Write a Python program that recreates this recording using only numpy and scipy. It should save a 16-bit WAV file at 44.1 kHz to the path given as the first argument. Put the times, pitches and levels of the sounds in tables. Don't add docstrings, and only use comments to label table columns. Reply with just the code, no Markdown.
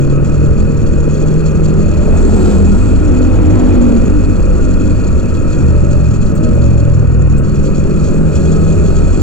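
import sys
import numpy as np
from scipy import signal
from scipy.fft import rfft, irfft, next_fast_len
from scipy.io import wavfile
from scipy.ndimage import uniform_filter1d, minimum_filter1d, map_coordinates

SR = 44100
rng = np.random.default_rng(int(sys.argv[2]) if len(sys.argv) > 2 else 0)


def log_audio(samples):
    frames = np.atleast_2d(samples).T
    limited = np.clip(frames, -1, 1)
    pcm = np.round(limited * 32767).astype(np.int16)
    wavfile.write(sys.argv[1], SR, pcm)


N = 406602

# centre in s, half length in s, cover rattle cut in dB, belt whine cut in dB.
LULLS = [(0.201, 0.055, 9.5, -3), (0.495, 0.022, 6.5, 5), (6.326, 0.039, 8.5, 17), (7.152, 0.21, 5.5, 3.5),
         (7.417, 0.02, 12.5, 10), (8.225, .025, 13, 17)]


def amp(db):
    return 10 ** (np.asarray(db) / 20)


def unit(x):
    return x / np.sqrt(np.mean(x ** 2) + 1e-20)


def clock():
    return np.arange(N) / SR


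def curve(rows):
    return np.interp(clock(), *np.transpose(rows))


def wobble(knots_per_s):
    grid_s = np.arange(0, N + 32, 32) / SR
    knots = rng.standard_normal(int(N * knots_per_s / SR) + 4)
    return np.interp(clock(), grid_s, map_coordinates(knots, [grid_s * knots_per_s]))


def held(start_s, end_s, attack_s, release_s):
    early_s, late_s = np.maximum(start_s - clock(), 0), np.maximum(clock() - end_s, 0)
    return np.exp(-(early_s / attack_s) ** 2 - late_s / release_s)


def swell(centre_s, half_s):
    return np.exp(-((clock() - centre_s) / half_s) ** 2)


def speed_gain(cycle_hz, base_db, db_per_hz):
    return amp(base_db + db_per_hz * (cycle_hz - 22.5))


def filtered(x, response):
    size = next_fast_len(N + SR // 2)
    return irfft(rfft(x, size) * response(np.fft.rfftfreq(size, 1 / SR)), size)[..., :N]


def coloured(x, spectrum, modes=()):
    knots_hz, knots_db = np.transpose(spectrum)
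    slope_db = lambda hz: np.interp(np.log(hz + 1), np.log(knots_hz), knots_db)
    peaks_db = lambda hz: sum(db / (1 + (2 * (hz - centre) / width) ** 2) for centre, width, db in modes)
    return unit(filtered(x, lambda hz: amp(slope_db(hz) + peaks_db(hz))))


def band_noise(centre_hz, width_hz):
    resonance = lambda hz: 1 / (1 + 1.3j * (hz - centre_hz) / width_hz) ** 2
    return unit(filtered(rng.standard_normal(N), resonance))


def note(cycles, orders, waver_db, waver_per_s):
    return np.sqrt(2) * sum(
        amp(db + waver_db * wobble(waver_per_s)) * np.sin(2 * np.pi * (k * cycles + rng.random()))
        for k, db in orders)


def exhaust(cycles):
    # time in s, level in dB.
    drone_levels = [(0, -14), (.15, -16), (.28, -23), (.48, -18.5), (.65, -23), (.95, -22), (1.2, -17),
                    (1.8, -16.5), (1.95, -19), (2.08, -27), (3, -33), (6.9, -32), (7.4, -21), (7.8, -18),
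                    (8.15, -17.5), (8.8, -17.5), (9, -20.5), (9.1, -32)]
    # multiple of the cycle rate, relative level in dB.
    drone_orders = [(3, -10), (5, -20), (7, 1), (9, -19)]
    throat_orders = [(12, -6), (14, -9), (15, -7), (17, -1), (19, -2.5), (21, -5), (24, -6), (26, -8)]
    cruise_orders = [(7, -4), (8, -9.5), (10, -5), (12, -3.5), (14, -16), (20, -15.5)]
    blip_orders = [(7, -0.5), (9, -6.5), (10, -3), (20, -12), (26, -13.5)]
    drone = note(cycles + .005 * wobble(16), drone_orders, waver_db=1.8, waver_per_s=12)
    throat = note(cycles + .0062 * wobble(30), throat_orders, waver_db=3.5, waver_per_s=12)
    cruise = note(cycles + .009 * wobble(30), cruise_orders, waver_db=3.5, waver_per_s=18)
    blip = note(cycles + .018 * wobble(35), blip_orders, waver_db=4.5, waver_per_s=25)
    cruise *= amp(-20.5) * held(3.016, 4.55, attack_s=.25, release_s=1.07)
    blip *= amp(-20) * swell(6.43, half_s=.27)
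    return amp(curve(drone_levels)) * (drone + amp(-14.5) * throat) + cruise + blip


def boom(cycles):
    # time in s, level in dB.
    levels = [(0, -27), (1.2, -23), (1.7, -17), (2.8, -11.5), (4.3, -13.5), (4.85, -16.5), (7.1, -26.5),
              (8.3, -24), (8.65, -17), (9.22, -13)]
    # multiple of the cycle rate, relative level in dB.
    orders = [(1.62, -1.5), (3.47, -2.5)]
    drift_cycles = np.cumsum(2.6 * wobble(25)) / SR
    return amp(curve(levels)) * note(cycles + drift_cycles, orders, waver_db=3, waver_per_s=24)


def firing_beat(firings):
    return .037 * np.cos(2 * np.pi * firings) + .2 * np.cos(4 * np.pi * firings)


def casing(firings, cycle_hz, mesh_share=.22):
    # frequency in Hz, relative level in dB.
    spectrum = [(400, -24.5), (750, -2.5), (1000, 1), (1400, 3), (1700, -4.5), (2100, -12), (2750, -7),
                (3600, -46.5), (6000, -77), (12000, -51)]
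    # centre in Hz, width in Hz, boost in dB.
    modes = [(1180, 60, 3.5), (1294, 48, 9), (1430, 100, 4.5), (1700, 50, 2.5), (1870, 70, 6),
             (2490, 190, 6.5), (2930, 110, 4.5)]
    impacts = rng.standard_normal(SR // 50)
    phase = (firings + .0044 * wobble(30)) % 1
    mesh = unit(np.interp(phase, np.linspace(0, 1, len(impacts)), impacts))
    drive = np.sqrt(mesh_share) * mesh + np.sqrt(1 - mesh_share) * rng.standard_normal(N)
    beat = firing_beat(firings)
    whir = coloured(np.exp(.37 * beat) * drive, spectrum, modes)
    whine_hz = 2505 + 18 * wobble(14)
    whine_tone = np.sin(2 * np.pi * np.cumsum(whine_hz) / SR)
    whine = unit(np.exp(beat) * band_noise(0, width_hz=105) * whine_tone)
    lull_db = sum(db * swell(s, half_s) for s, half_s, _, db in LULLS)
    return speed_gain(cycle_hz, base_db=-37, db_per_hz=.29) * (whir + amp(-9.7 - lull_db) * whine)


def covers(firings, cycle_hz, eased):
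    # centre in Hz, width in Hz, relative level in dB.
    cover_modes = [(3315, 160, -14), (4400, 480, -8), (5700, 270, -12), (6110, 160, -15), (6604, 110, -7.5),
                   (6925, 330, -3.5), (7330, 490, -8.5)]
    ring_modes = [(4345, 90, -11.5), (5780, 110, -19)]
    # frequency in Hz, relative level in dB.
    rasp_spectrum = [(1500, -19.5), (3000, 1), (4200, -5), (5100, -1.5), (6200, -4), (7800, 3.5),
                     (8700, -6), (10000, -12.5), (12500, -24), (15500, -19.5)]
    # time in s, gain in dB.
    bumps = [(.251, -46), (.87, -47), (1.461, -45), (1.64, -47), (2.173, -44), (5.511, -43.5), (5.914, -44),
             (6.14, -47), (6.22, -47), (6.265, -45.5), (6.441, -47), (7.55, -45), (7.655, -41.5),
             (8.045, -42), (8.354, -39.5)]
    knock = .25 * eased / eased.max() * (np.cos(2 * np.pi * firings) - .5)
    bursts_db = 4.6 * np.tanh(wobble(100)) + 2.3 * np.tanh(wobble(32)) - 1.5
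    shake = np.exp(firing_beat(firings) + knock) * amp(bursts_db)
    rattle = sum(amp(db + 2.9 * wobble(90)) * band_noise(hz, width) for hz, width, db in cover_modes)
    rasp = amp(-6.5) * coloured(rng.standard_normal(N), rasp_spectrum)
    ring = sum(amp(db) * band_noise(hz, width) for hz, width, db in ring_modes)
    rough_road_db = 2.5 * np.clip((clock() - 8.35) / .03, 0, 1)
    lull_db = sum(db * swell(s, half_s) for s, half_s, db, _ in LULLS)
    gain = speed_gain(cycle_hz, base_db=-45, db_per_hz=.082) * amp(rough_road_db - lull_db)
    jolts = sum(amp(db) * held(s, s + .006, attack_s=.006, release_s=.014) for s, db in bumps)
    return gain * (shake * rattle + shake ** .75 * rasp + ring) + jolts * (rattle + rasp)


def wind(cycle_hz):
    # frequency in Hz, relative level in dB.
    spectrum = [(10, 2), (25, 2), (50, -4), (70, 3.5), (95, -4.5), (125, -6.5), (190, -6), (300, -22.5),
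                (600, -69)]
    gusts = amp(.25 * wobble(12)) * rng.standard_normal(N)
    return speed_gain(cycle_hz, base_db=-14, db_per_hz=.17) * coloured(gusts, spectrum)


def street_echoes(x):
    fade = np.linspace(1, 0, num=900)
    shares = np.array([wobble(4) for _ in range(8)])
    shares /= np.linalg.norm(shares, axis=0)
    echoes = [signal.oaconvolve(x, fade * rng.standard_normal(len(fade)))[:N] for _ in shares]
    return unit(np.sum(shares * echoes, axis=0))


def road_roar(firings, cycle_hz):
    # frequency in Hz, relative level in dB.
    spectrum = [(100, -10.5), (200, 4), (320, 4), (400, 0), (500, -4), (590, -7), (680, -15), (900, -26.5),
                (1500, -29.5), (4000, -62.5)]
    # centre in Hz, width in Hz, boost in dB.
    modes = [(212, 25, 2), (465, 24, 2), (545, 24, 3), (586, 24, 2)]
    pulses = np.diff(np.floor(firings), prepend=0) * amp(3 * rng.standard_normal(N))
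    buzz = amp(-3) * street_echoes(pulses - pulses.mean())
    throb = 1 + .25 * np.cos(2 * np.pi * firings)
    tyres = amp(1.2 * wobble(25)) * rng.standard_normal(N)
    roar = coloured(throb * (buzz + tyres), spectrum, modes)
    return speed_gain(cycle_hz, base_db=-21, db_per_hz=.32) * roar


def hiss_and_growl(cycle_hz):
    # centre in s, half length in s, hiss in dB, growl in dB.
    swells = [(2.131, .13, -56, -23), (2.442, 0.25, -39.5, -18), (2.864, 0.15, -47, -43),
              (8.757, 0.8, -49.5, -26)]
    # frequency in Hz, relative level in dB.
    hiss_spectrum = [(700, 11), (1500, -7.5), (2200, -3), (4400, 6), (5500, -2.5), (7600, 13), (9500, -7),
                     (12000, -16), (15000, -13)]
    growl_spectrum = [(150, -16.5), (300, 0.5), (400, 3), (500, -7.5), (700, -12), (1000, -21.5),
                      (1400, -21), (2200, -42), (6000, -92.5)]
    hiss_gain = speed_gain(cycle_hz, base_db=-53.5, db_per_hz=1.2)
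    hiss_gain += sum(amp(db) * swell(s, half_s) for s, half_s, db, _ in swells)
    growl_gain = sum(amp(db) * swell(s, half_s) for s, half_s, _, db in swells)
    hiss = hiss_gain * coloured(rng.standard_normal(N), hiss_spectrum)
    return hiss + growl_gain * coloured(rng.standard_normal(N), growl_spectrum)


def eddies():
    # frequency in Hz, relative level in dB.
    spectrum = [(300, 5.5), (1000, -6), (3000, -17), (7000, -21.5), (10000, -22.5), (15000, -33.5)]
    return amp(-51) * coloured(rng.standard_normal((2, N)), spectrum)


def howls():
    # start in s, end in s, nominal pitch in Hz, its glide in Hz per s, level in dB.
    events = [(.056, .35, 1298, 0, -41), (.05, .6, 590, 0, -36), (.3, 1.3, 212, 0, -28),
              (.331, 1.7, 461, 3, -33), (1.68, 1.95, 208, 0, -25), (1.907, 2.1, 591, 17, -34),
              (2.4, 3.0, 1410, 30, -45), (4.5, 5.2, 1452, 0, -48), (5.8, 6.0, 589, -4, -30.5),
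              (6.526, 6.9, 563, 45, -29.5), (7.28, 8.85, 202, 0, -24), (8.517, 8.65, 1297, 0, -37)]
    sound = np.zeros(N)
    for start_s, end_s, hz, hz_per_s, db in events:
        nominal_hz = hz + hz_per_s * (np.clip(clock(), start_s, end_s) - start_s) + 3.5 * wobble(40)
        tone = note(np.cumsum(nominal_hz) / SR, [(.99, db)], waver_db=2.5, waver_per_s=23)
        sound += held(start_s, end_s, attack_s=.06, release_s=.06) * tone
    return sound


def easing():
    # start in s, end in s, level in dB.
    spans = [(0.298, .8, -18), (5.664, 6.119, -11), (6.601, 7.27, -8.5)]
    return sum(amp(db) * held(start, end, attack_s=.11, release_s=.15) for start, end, db in spans)


def putting(firings, eased, pipe_band_hz=(46, 139.8)):
    count = np.floor(firings + .014 * wobble(40))
    kicks = np.diff(count, prepend=count[0]) * np.cos(np.pi * count)
    kicks *= amp(.81 * rng.standard_normal(N))
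    pipe = signal.butter(3, pipe_band_hz, "band", fs=SR, output="sos")
    putts = unit(signal.sosfilt(pipe, kicks))
    chuffs = amp(-25.5) * unit(putts ** 2 * band_noise(470, width_hz=300))
    return eased * (putts + chuffs)


def oncoming_bikes(gap_m=6, pipe_boost_db=12, pipe_width_hz=42):
    # closest time in s, closing speed in m/s, firing rate in Hz, pipe resonance in Hz,
    # note start in s, note end in s, note in dB, rush in dB, clatter in dB.
    bikes = [(2.5, 13, 40.3, 190, 2.22, 2.74, -17.5, -27.5, -43),
             (3.8, 17, 48.4, 262, 3.2, 3.96, -15, -21.5, -49)]
    # multiple of the firing rate, relative level in dB.
    orders = [(4, -12.5), (5, -8.5), (6, -11.5), (7, -12), (9, -14), (10, -16.5), (11, -18), (12, -20)]
    # frequency in Hz, relative level in dB.
    rush_spectrum = [(150, -16), (300, 3.5), (600, -6.5), (900, -13), (1600, -23), (3200, -31.5),
                     (6000, -49), (10000, -56.5)]
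    sound = np.zeros(N)
    for pass_s, m_per_s, firing_hz, pipe_hz, start_s, end_s, note_db, rush_db, clatter_db in bikes:
        ahead_m = m_per_s * (pass_s - clock())
        distance_m = np.hypot(gap_m, ahead_m)
        emitted_s = clock() - np.hypot(gap_m / 4, ahead_m) / 343
        nearness = gap_m / distance_m * np.exp(-distance_m / 45)
        facing = ahead_m / distance_m
        firings = firing_hz * emitted_s + .015 * wobble(30)
        piped = [(k, db + pipe_boost_db * np.exp(-((k * firing_hz - pipe_hz) / pipe_width_hz) ** 2))
                 for k, db in orders]
        engine = amp(note_db) * note(firings, piped, waver_db=2, waver_per_s=15)
        engine *= held(start_s, end_s, attack_s=.2, release_s=.06)
        engine *= np.sqrt(nearness) * (1 - .25 * facing)
        rush = amp(rush_db) * coloured(rng.standard_normal(N), rush_spectrum)
        rush *= nearness * (1 + .54 * facing)
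        knocks = np.exp(.2 * np.cos(4 * np.pi * firings) + .4 * wobble(120))
        clatter = amp(clatter_db) * unit(knocks * band_noise(3800, width_hz=2900))
        sound += engine + rush + clatter * swell(pass_s, half_s=.092)
    return sound


def ticks(t60_s=.089):
    # start in s, onset level in dB.
    hits = [(6.3527, -36.5), (6.55, -43), (7.38, -35), (8.151, -46.5)]
    spectrum_hz_db = [(4000, -30.5), (7800, 15), (10000, -15.5), (15000, -2)]
    envelope = sum(amp(db - 60 * np.abs(clock() - s) / t60_s) * (clock() >= s) for s, db in hits)
    return envelope * coloured(rng.standard_normal(N), spectrum_hz_db)


def scene():
    # time in s, engine speed in cycles per s (two firings a cycle).
    speeds = [(0, 19.6), (.48, 21.4), (.9, 21), (1.5, 22.6), (1.95, 22.8), (2.8, 24.7), (3.5, 25.3),
              (4.7, 25.4), (5.35, 24.6), (5.62, 26.2), (5.8, 24.1), (6.18, 21.3), (6.48, 23.8),
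              (6.75, 21.4), (7, 20.2), (7.3, 19.8), (8.1, 22.6), (8.6, 23), (9.22, 24.5)]
    cycle_hz = curve(speeds)
    cycles = np.cumsum(cycle_hz * (1 + .004 * wobble(18))) / SR
    firings = 2 * cycles
    eased = easing()
    scooter = exhaust(cycles) + putting(firings, eased) + howls() + boom(cycles)
    scooter += casing(firings, cycle_hz) + covers(firings, cycle_hz, eased) + ticks()
    air_and_road = wind(cycle_hz) + road_roar(firings, cycle_hz) + hiss_and_growl(cycle_hz)
    return scooter + air_and_road + oncoming_bikes() + eddies()


def record(dry, gain_db=2.0, turn_rad=.67, top_hz=15750):
    phase_rad = np.array([[turn_rad], [-turn_rad]])
    wide = amp(gain_db) * filtered(dry, lambda hz: np.exp(1j * phase_rad))
    needed_gain = 1 / np.maximum(1, np.abs(wide).max(axis=0))
    limiter_gain = uniform_filter1d(minimum_filter1d(needed_gain, size=120), size=120)
    return filtered(wide * limiter_gain, lambda hz: hz < top_hz)


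dry = scene()
out = record(dry)
log_audio(out)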